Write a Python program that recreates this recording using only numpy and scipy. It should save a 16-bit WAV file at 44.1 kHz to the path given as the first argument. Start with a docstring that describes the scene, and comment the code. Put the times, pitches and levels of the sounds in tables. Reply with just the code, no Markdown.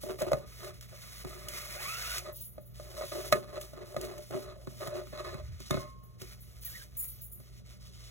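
"""A small room, at a table close to a phone: hands tie a fabric ribbon around a painted tin can.
The ribbon rustles as its threads catch and let go, and zips when its weave is pulled over an edge.
The can scuffs and knocks on the table, then tips, lands on its side, bounces and rings.
Fingernails tick, a bracelet jingles on the moving wrist, and an appliance hums behind it all."""
import sys
import numpy as np
from scipy import signal
from scipy.fft import rfft, irfft, next_fast_len
from scipy.io import wavfile
from scipy.ndimage import map_coordinates

SR = 44100
rng = np.random.default_rng(int(sys.argv[2]) if len(sys.argv) > 2 else 0)


def digitize_waveform(pressure):
    """Quantize a signal to 16-bit integers and store it at the path in sys.argv[1].

    Rows of a 2-D input are taken as channels; values are limited to [-1, 1].
    """
    field = np.atleast_2d(pressure).T
    bounded = np.clip(field, -1, 1)
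    quanta = np.round(bounded * 32767).astype(np.int16)
    wavfile.write(sys.argv[1], SR, quanta)


N = 357210

# Levels are relative: each layer has its own trim in the mix.
# room tone: f/Hz, level/dB
HUM_PARTIALS = [(56, -54.5), (119, -53)]
RUMBLE_EQ = [(20, -40), (38, -5), (55, 4.5), (75, -4), (100, -0.5), (135, -5.5), (190, -1), (270, -14.5),
             (600, -25.5), (1500, -36), (5000, -42), (16000, -74)]
# reverb decay: f/Hz, t60/s
ROOM_DECAY = [(150, 0.46), (1000, 0.24), (5000, 0.024), (15000, 0.27)]
# phase lead of the left microphone port: f/Hz, phase/rad
LEFT_LEAD = [(0, 0), (60, -.1), (110, -1.4), (250, -3.1), (460, -6.3), (540, -7.4), (680, -6.7),
             (780, -8.7), (1000, -8.4), (1300, -6.2), (1480, -6.1), (1560, -3.8), (2050, -5.1), (2300, -4),
             (2950, -4.9), (3700, -4.6), (4800, -3.14), (6700, 0), (8900, 3.14), (13200, 9.42),
             (15300, 12.5)]
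# stereo balance, left minus right: f/Hz, level/dB
LEFT_BALANCE = [(100, -1.1), (600, 0.5), (1200, -1), (1600, -5.5), (2400, -2.5), (3100, -1.5), (3700, 2),
                (5500, -1), (8000, 0)]

# the bracelet swings shut: t/s, level/dB
JINGLE_CUES = [(2.325, -37.5), (2.357, -33.5), (2.408, -31), (2.45, -33), (2.605, -50), (2.654, -45.5),
               (5.98, -62), (6.034, -49), (6.403, -40.5), (6.609, -39), (6.648, -27), (6.968, -25.5),
               (6.991, -22.5), (7.0256, -27), (7.079, -31), (7.214, -32.5), (7.237, -36), (7.317, -33)]
# the bangle's modes: f/Hz, level/dB, t60/s
BANGLE_MODES = [(7060, -12, .25), (8010, -19, .2), (9760, -14, .2), (10410, -7, .42), (11420, -13, .25),
                (11785, -9, .32), (12340, -8, .25), (12491, -1, .32), (12545, -3, .3), (14173, -3, .38),
                (14275, -5, .3), (14631, -10, .3), (14867, -8, .33), (15300, -12, .2), (15600, -9, .2)]
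# fingernail ticks and fabric snaps: t/s, level/dB
TICK_CUES = [(0.0538, -41.5), (0.6466, -34), (0.8103, -35.5), (1.485, -24.5), (2.182, -20.5),
             (3.258, -39.5), (3.6122, -29.5), (4.0126, -26.5), (4.1802, -34), (4.8748, -32), (5.344, -41.5),
             (7.043, -35.5)]
# tone of ticks and rim clicks: f/Hz, level/dB
CLICK_EQ = [(500, -13.5), (2500, -7.5), (4200, -5), (6000, -3.5), (8500, -6), (12000, -6.5), (16000, -11)]

# resonances of the table and the can: f/Hz, width/Hz, level/dB
TABLE_MODES = [(136.5, 8.7, 1), (169, 29, -11.5), (211, 20, -3)]
BASE_MODES = [(256.6, 6.5, -4), (369.1, 26, 2), (429, 14, -9)]
BODY_MODES = [(557.5, 16, 5), (595.4, 13, 14.5), (611, 6.8, -7.5), (840, 42, -16.5)]
WALL_MODES = [(1068, 19, -4.5), (1129, 35, -4), (1224.4, 49, 1.5), (1471, 32, -8), (1732, 40, -4.5),
              (1930, 77, -8), (2162, 29, -10.5), (2510, 45, -10.5), (3510, 400, -16.5), (3974, 150, -10)]
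# free ring of the toppled can: t/s, f/Hz, level/dB, t60/s
RING_CUES = [(5.709, 3650, -29, .04), (5.712, 2143, -44, .45), (5.712, 1075, -49, .3),
             (5.795, 1075, -44, .9)]
# the can is shoved over the table: t/s, length/s, swell/dB, base/dB, body/dB, wall/dB
SHOVE_CUES = [(.05, 0.061, 12.5, -41, -40.5, -71), (.205, 0.023, 4, -38.5, -26.5, -42),
              (.265, 0.1, -6, -38.5, -44, -50.5), (.4, 0.096, -6, -59.5, -61, -62.5),
              (.585, 0.093, 12, -53, -49.5, -51.5), (.91, 0.021, 1, -61, -48.5, -58),
              (1.24, 0.048, -9.5, -48, -50.5, -64), (1.3, 0.25, -9, -57, -54, -54.5),
              (1.55, 0.32, 6.5, -63.5, -54, -64.5), (1.745, 0.017, 9, -62, -45, -73),
              (2.15, .08, 1, -59.5, -52, -65), (2.24, 0.058, -3.5, -51, -43, -48.5),
              (2.8, 0.19, 10.5, -56, -50, -61), (2.96, 0.085, 2, -53, -40.5, -48.5),
              (3.115, 0.19, -8, -46, -43, -51), (3.335, .035, -5.5, -34.5, -44, -45.5),
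              (3.42, 0.15, -1.5, -54, -52.5, -53.5), (3.525, .048, -2, -44, -37, -45.5),
              (3.6, 0.095, -4, -56, -55, -57.5), (3.73, 0.18, 5, -52, -50, -58),
              (3.97, 0.13, 2.5, -43, -43, -50.5), (4.13, 0.076, 2, -51, -47, -62),
              (4.3, 0.08, 9, -42.5, -41, -56.5), (4.4, 0.11, -1, -52.5, -49, -53.5),
              (4.55, 0.31, -3, -68, -55, -72), (4.8, 0.07, 6.5, -47.5, -37.5, -49.5),
              (4.9, 0.044, 6, -54, -41.5, -51.5), (4.94, .055, 2, -43.5, -38, -47),
              (5.122, .095, 0, -50, -38, -43.5), (5.24, 0.15, -9, -50, -44, -46.5),
              (5.72, .16, -18, -54, -46, -49.5), (6.215, 0.03, -5, -50, -72, -68)]
# the held can trembles between shoves: base/dB, body/dB, wall/dB
TREMBLE_DB = [-80, -74.5, -78.5]
# the can knocks upright, or lands on its side: t/s, body/dB, thud/dB, wall/dB, click/dB
KNOCK_CUES = [(.037, -28, -47.5, -65, -48), (.19, -35.5, -55, -48, -51), (.22, -20, -43.5, -42, -34.5),
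              (.268, -34, -48, -60, -49), (.319, -11, -48, -56, -39), (.333, -11.5, -38, -30.5, -37),
              (1.249, -44, -47, -47, -48.5), (2.582, -31.5, -55.5, -57, -71),
              (2.799, -33, -60.5, -52, -56.5), (3.012, -24, -59.5, -47, -66),
              (3.12, -30.5, -63.5, -41, -51.5), (3.326, -8, -36, -18, -22.5), (3.735, -37, -55, -72, -52),
              (3.946, -31.5, -61.5, -59, -54), (3.966, -20, -44.5, -36, -43.5),
              (4.31, -30.5, -51, -52, -47), (4.344, -28.5, -45, -52, -52), (4.673, -64, -43.5, -46.5, -55),
              (4.873, -37, -47, -39.5, -53), (5.071, -59, -57, -54, -57), (5.131, -31, -53.5, -63, -64),
              (5.344, -46, -46, -46, -68), (5.604, -60, -51.5, -54, -45.5), (6.218, -72, -52, -59, -40),
              (7.402, -75, -59.5, -66, -58)]
FALL_CUE = (5.709, -26, -33, -30.5, -31.5)
# lost at each bounce: body/dB, thud/dB, wall/dB, click/dB
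BOUNCE_LOSS = [2.7, 3.2, 6.5, 19]

# threads passing over an edge, one list a pull: t/s, f/Hz, level/dB
ZIP_PULLS = [
    [(1.75, 600, -50), (1.84, 1050, -42.5), (1.89, 1250, -36.5), (1.96, 1370, -44), (2.02, 1540, -44.5),
     (2.05, 1275, -45.5), (2.11, 1450, -39), (2.16, 1570, -46), (2.21, 1200, -51)],
    [(6.64, 2010, -81), (6.675, 1900, -51), (6.705, 1490, -59), (6.73, 1610, -60), (6.758, 1950, -45),
     (6.79, 1666, -54), (6.815, 1580, -47.5), (6.85, 1795, -67.5)],
]
# the ribbon as a sounding board, its hiss and its rasp: f/Hz, level/dB
ZIP_EQ = [(400, 9), (700, -8), (1300, -4.5), (2600, 0.5), (3400, -14), (5000, -16)]
HISS_EQ = [(1500, -35.5), (2800, -4), (4200, 0.5), (5500, 0.5), (7500, -5), (9000, -2.5), (12000, -4),
           (15500, -6.5)]
RASP_EQ = [(300, -13.5), (650, -2), (850, -7.5), (1250, -3.5), (1700, -2), (2350, 4.5), (3000, -14.5),
           (5000, -12.5)]
# the ribbon rubs over fingers and can: t/s, length/s, swell/dB, hiss/dB, rasp/dB
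RUB_CUES = [(0, 0.19, -13, -56, -60.5), (.18, 0.026, -1.5, -45, -43.5), (.25, 0.15, -1.5, -60, -59),
            (.45, 0.23, 8.5, -54.5, -54), (.72, 0.066, -4, -60.5, -61.5), (.805, 0.023, -1, -52.5, -53.5),
            (.87, 0.12, 6.5, -57, -56), (1, 0.22, 0.5, -51.5, -52), (1.25, 0.23, -3.5, -54.5, -52.5),
            (1.475, .11, 7, -46, -43.5), (1.585, 0.23, 3.5, -47, -44), (1.805, 0.37, 2.5, -41.5, -40),
            (2.21, .08, -5, -55, -56), (2.335, 0.11, -5.5, -57, -79.5), (2.735, 0.26, 4, -55, -58.5),
            (2.955, 0.33, 6.5, -48.5, -53), (3.33, 0.058, -4, -51.5, -55), (3.42, 0.28, 2.5, -64, -65.5),
            (3.595, 0.069, -7.5, -51, -59.5), (3.68, 0.092, -5.5, -65, -65.5), (3.84, 0.2, -3, -59, -64.5),
            (4, 0.057, 2, -50.5, -51), (4.1, 0.33, 6, -57, -61), (4.55, 0.1, 9, -66, -76),
            (4.66, 0.21, 11.5, -55.5, -59.5), (4.935, 0.064, -11, -51, -55.5), (5.01, .31, 2.5, -57.5, -58),
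            (5.34, 0.28, 2, -62, -60.5), (5.585, .23, 2.5, -50.5, -57), (5.86, .05, -1, -64, -65.5),
            (6.18, 0.15, 1, -55, -55.5), (6.37, .23, 3.5, -64.5, -66.5), (6.61, 0.22, -1, -51.5, -56.5),
            (6.89, 0.16, 10, -62, -62.5), (7.07, 0.16, -2, -61.5, -67.5), (7.39, .19, 6, -63.5, -66.5),
            (7.64, .1, 7.5, -60.5, -62.5), (7.785, .09, 8.5, -59, -64.5), (7.91, .19, 2.5, -56, -62)]
# treble shelf on the hiss: t/s, level/dB
TREBLE_RIDE = [(0, 4.5), (.7, -2), (1.4, 0.5), (2.3, -3), (3.6, 2), (4.8, -0.5), (5.2, -3.5), (5.45, -11.5),
               (5.8, -4.5), (6.7, 1), (8.1, -9)]


def amp(db):
    """Decibels to gain."""
    return 10 ** (np.asarray(db) / 20)


def unit(x):
    """Scale to rms 1."""
    return x / np.sqrt(np.mean(x ** 2) + 1e-20)


def along(points, hz):
    """Read a curve on a log frequency axis."""
    f, values = np.transpose(points)
    return np.interp(np.log(hz + 1), np.log(f + 1), values)


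def automation(rows):
    """One value per sample for each column after the time."""
    times, *columns = np.transpose(rows)
    return [np.interp(np.arange(N) / SR, times, column) for column in columns]


def wobble(rate):
    """A smooth random curve, rate knots a second."""
    return map_coordinates(rng.standard_normal(int(N * rate / SR) + 4), [np.arange(N) * rate / SR])


def filtered(x, response):
    """Filter x by a complex frequency response."""
    n = x.shape[-1]
    m = next_fast_len(n + SR // 4)
    return irfft(rfft(x, m) * response(np.fft.rfftfreq(m, 1 / SR)), m)[..., :n]


def coloured(x, eq):
    """x through an EQ curve, at rms 1."""
    return unit(filtered(x, lambda hz: amp(along(eq, hz))))


def resonate(x, modes):
    """x through a bank of resonances, at rms 1."""
    return unit(filtered(x, lambda f: sum(
        amp(db) * 1j * f * width / (hz * hz - f * f + 1j * f * width) for hz, width, db in modes)))


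def add(track, s, sound):
    """Mix a sound into the track at time s."""
    part = track[max(round(s * SR), 0):][:len(sound)]
    part += sound[:len(part)]


def slips(rate, spread_db):
    """Tiny stick-slip impulses of unequal size and either sign, at rms 1."""
    sizes = amp(spread_db * np.minimum(rng.exponential(size=N), 3))
    return unit((rng.random(N) < rate / SR) * sizes * np.sign(rng.standard_normal(N)))


def stroke(length_s, swell_db, attack_s, release_db_per_s):
    """Envelope of one hand movement: it rises, holds while swelling or easing, and dies away."""
    t = np.arange(int((length_s + .5) * SR)) / SR
    hold_db = swell_db * (np.minimum(t / length_s, 1) - .5)
    return np.minimum(t / attack_s, 1) * amp(hold_db - release_db_per_s * np.maximum(t - length_s, 0))


def strokes(cues, rest_db, attack_s, release_db_per_s):
    """One envelope per level column: hand movements add in power over a resting floor."""
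    power = np.ones((len(rest_db), N)) * amp(rest_db)[:, None] ** 2
    for s, length_s, swell_db, *levels_db in cues:
        shape = stroke(length_s, swell_db, attack_s, release_db_per_s)
        for track, db in zip(power, levels_db):
            add(track, s, (amp(db) * shape) ** 2)
    return np.sqrt(power)


def room_tone():
    """The bed: an appliance hums unsteadily over the room's rumble."""
    t = np.arange(N) / SR
    hum = sum(amp(db + 1.8 * wobble(6)) * np.sin(2 * np.pi * hz * t + .5 * wobble(2.7))
              for hz, db in HUM_PARTIALS)
    return hum + amp(-55) * coloured(rng.standard_normal(N), RUMBLE_EQ)


def room_reverb(x):
    """The walls answer each microphone port with a short tail."""
    hz, t, noise = signal.stft(rng.standard_normal((3, SR // 2)), SR, nperseg=256)
    decay = amp(-60 * t / along(ROOM_DECAY, hz)[:, None])
    _, tails = signal.istft(noise * decay, SR, nperseg=256)
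    stereo = tails[0] + .71 * tails[1:]  # close ports share part of the tail
    predelayed = np.pad(x, (300, 0))[None]
    return signal.fftconvolve(predelayed, stereo / np.linalg.norm(stereo[0]), axes=1)[:, :N]


def bracelet():
    """Every collision rings the bangle and shakes small links, which clash at pitches of their own."""
    out, t = np.zeros(N), np.arange(SR // 3) / SR
    hz, mode_db, t60 = np.transpose(BANGLE_MODES)[..., None]
    attack = 1 - np.exp(-t / .003)
    rebounds = [(s + .015, db - 7.5) for s, db in JINGLE_CUES]  # the links meet a second time
    for s, db in JINGLE_CUES + rebounds:
        strength, detune, phase = rng.standard_normal((3, len(BANGLE_MODES), 1))
        partials = np.sin(2 * np.pi * (hz * (1 + .0025 * detune) * t + phase))
        ring = amp(mode_db + 3.2 * strength - 60 * t / t60) * partials
        add(out, s, amp(db - 17) * attack * ring.sum(0))
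        for lag, pitch, softness in rng.random(size=(36, 3)):
            link_hz = 15900 - 6500 * pitch ** 1.3
            clash = np.sin(2 * np.pi * link_hz * t) * attack * amp(-60 * t / .065)
            add(out, s - .003 + .02 * lag ** 2, amp(db - 9.5 - 29 * softness) * clash)
    return out


def nail_ticks():
    """Nails and snapping fabric give short dry clicks."""
    out, t = np.zeros(N), np.arange(SR // 10) / SR
    for s, db in TICK_CUES:
        click = coloured(rng.standard_normal(len(t)) * amp(-60 * t / .035), CLICK_EQ)
        add(out, s, amp(db - 1) * click / np.abs(click).max())
    return out


def can_tipping(start_s=5.24):
    """The table rumbles as the can rolls over its rim."""
    envelope = np.zeros(N)
    lean = stroke(length_s=.29, swell_db=10, attack_s=.13, release_db_per_s=450)
    add(envelope, start_s, amp(-44.5) * lean)
    roll_eq = [(30, -27.5), (55, 7), (85, 14), (140, 0), (280, -31), (800, -59)]
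    return envelope * coloured(rng.standard_normal(N), roll_eq)


def can_ring():
    """With the can on its side, its open mouth rings freely."""
    out, t = np.zeros(N), np.arange(SR) / SR
    attack = 1 - np.exp(-t / .0011)
    for s, hz, db, t60 in RING_CUES:
        add(out, s, amp(db - 60 * t / t60) * attack * np.sin(2 * np.pi * hz * t))
    return out


def can_scuffs():
    """The rim judders over the table and shakes base and body; grit catches and rings the wall."""
    base, body, wall = strokes(SHOVE_CUES, TREMBLE_DB, attack_s=.0099, release_db_per_s=379.5)
    catch = amp(3.13 * wobble(45))
    judder = slips(rate=450, spread_db=-.5) * catch
    grit = (slips(rate=900, spread_db=1.5) + .32 * slips(rate=30, spread_db=4)) * catch
    shell = body * resonate(judder, BODY_MODES) + wall * resonate(grit, WALL_MODES)
    return base * resonate(judder, BASE_MODES) + amp(-3) * shell


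def can_bounces(count=2, first_flight_s=.035, shrink=.81):
    """Knock cues for the fall: the can lands and bounces, each time sooner and softer."""
    s, *levels_db = FALL_CUE
    lags = np.cumsum([0, *(first_flight_s * shrink ** np.arange(count))])
    return [(s + lag, *(np.array(levels_db) - k * np.array(BOUNCE_LOSS))) for k, lag in enumerate(lags)]


def struck(blow, modes, soft_hz):
    """Paint and paper cushion a blow and round off its treble; hand and table damp the ring."""
    t = np.arange(len(blow)) / SR
    cushioned = filtered(blow, lambda hz: 1 / (1 + 1j * hz / soft_hz) ** 2)
    return unit(amp(-60 * t / .17) * resonate(cushioned, modes))


def can_knocks():
    """Each blow clicks at the rim, rings the can's base, body and wall, and thuds the table."""
    board, can, t = np.zeros(N), np.zeros(N), np.arange(SR // 5) / SR
    click_envelope = (amp(-60 * t / .017) + .1 * amp(-60 * t / .09)) * (1 - np.exp(-t / .0012))
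    for s, body_db, thud_db, wall_db, click_db in KNOCK_CUES + can_bounces():
        rim_chatter = .033 * rng.standard_normal(len(t)) * amp(-60 * t / .095)
        blow = (t == 0) + rim_chatter
        add(board, s, amp(thud_db - 5) * struck(blow, TABLE_MODES, soft_hz=896))
        add(can, s - .001, amp(thud_db - 11.5) * struck(blow, BASE_MODES, soft_hz=1200))
        add(can, s - .001, amp(body_db - 23) * struck(blow, BODY_MODES, soft_hz=1740))
        add(can, s, amp(wall_db - 15.5) * struck(blow, WALL_MODES, soft_hz=5000))
        # a brief swell of noise leads into each knock and softens its onset
        lead_in = rng.standard_normal(SR // 125) * np.linspace(0, 1, SR // 125)
        add(can, s - .0095, amp(click_db - 16) * coloured(lead_in, CLICK_EQ))
        click = rng.standard_normal(len(t)) * click_envelope
        add(can, s - .0015, amp(click_db - 18.5) * coloured(click, CLICK_EQ))
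    # in the board, bending waves carry the treble faster than the bass
    return can + filtered(board, lambda hz: np.exp(-1j * .879 * np.sqrt(hz)))


def ribbon_zips():
    """The weave ticks over an edge: a rough pitch that follows the speed of the pull."""
    out, t = np.zeros(N), np.arange(N) / SR
    for pull in ZIP_PULLS:
        hz, db = automation(pull)
        phase = 2 * np.pi * np.cumsum(hz * (1 + .045 * wobble(600))) / SR
        tone = np.sin(phase) + amp(-3) * np.sin(2 * phase) + amp(-7) * np.sin(3 * phase)
        gate = (t > pull[0][0]) * (t < pull[-1][0])
        out += gate * amp(db + 1 + 2.5 * wobble(150)) * tone
    return filtered(out, lambda hz: amp(along(ZIP_EQ, hz)))


def thread_friction():
    """Threads catch and let go: smooth noise with fine grains."""
    return rng.standard_normal(N) + .78 * slips(rate=640, spread_db=2)


def ribbon_rustle(wall_share=.12, shelf_hz=8000):
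    """Rubbed fabric hisses, its creases pop, and part of its rasp sounds through the can's wall."""
    hiss_gain, rasp_gain = strokes(RUB_CUES, rest_db=[-72.5, -76], attack_s=.024, release_db_per_s=301)
    grip = amp(1.3 * wobble(55))
    hiss = coloured(thread_friction() + amp(-15.5) * slips(rate=75, spread_db=8.5), HISS_EQ)
    treble_db, = automation(TREBLE_RIDE)
    treble = filtered(hiss, lambda hz: 1 / (1 + (shelf_hz / (hz + 1)) ** 6))
    hiss += (amp(treble_db) - 1) * treble
    cloth = coloured(thread_friction(), RASP_EQ)
    tin = resonate(slips(rate=900, spread_db=4), WALL_MODES)
    rasp = np.sqrt(1 - wall_share) * cloth + np.sqrt(wall_share) * tin
    return grip * (amp(.6) * hiss_gain * hiss + amp(-3.5) * rasp_gain * rasp)


def scene():
    """Close handling sounds with a touch of reverb, over the room tone."""
    ribbon = ribbon_rustle() + ribbon_zips()
    can = can_scuffs() + can_knocks() + can_ring() + can_tipping()
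    close = ribbon + can + nail_ticks() + bracelet()
    return close + amp(-15) * room_reverb(close) + room_tone()


def record(dry, top_hz=15900):
    """The phone's two ports differ in phase and level, and pass nothing above its band limit."""
    side = np.array([[.5], [-.5]])  # left, right

    def ports(hz):
        lead = np.interp(hz, *np.transpose(LEFT_LEAD))
        return np.exp(1j * side * lead) * amp(side * along(LEFT_BALANCE, hz)) * (hz < top_hz)
    return filtered(dry, ports)


dry = scene()
out = record(dry)
digitize_waveform(out)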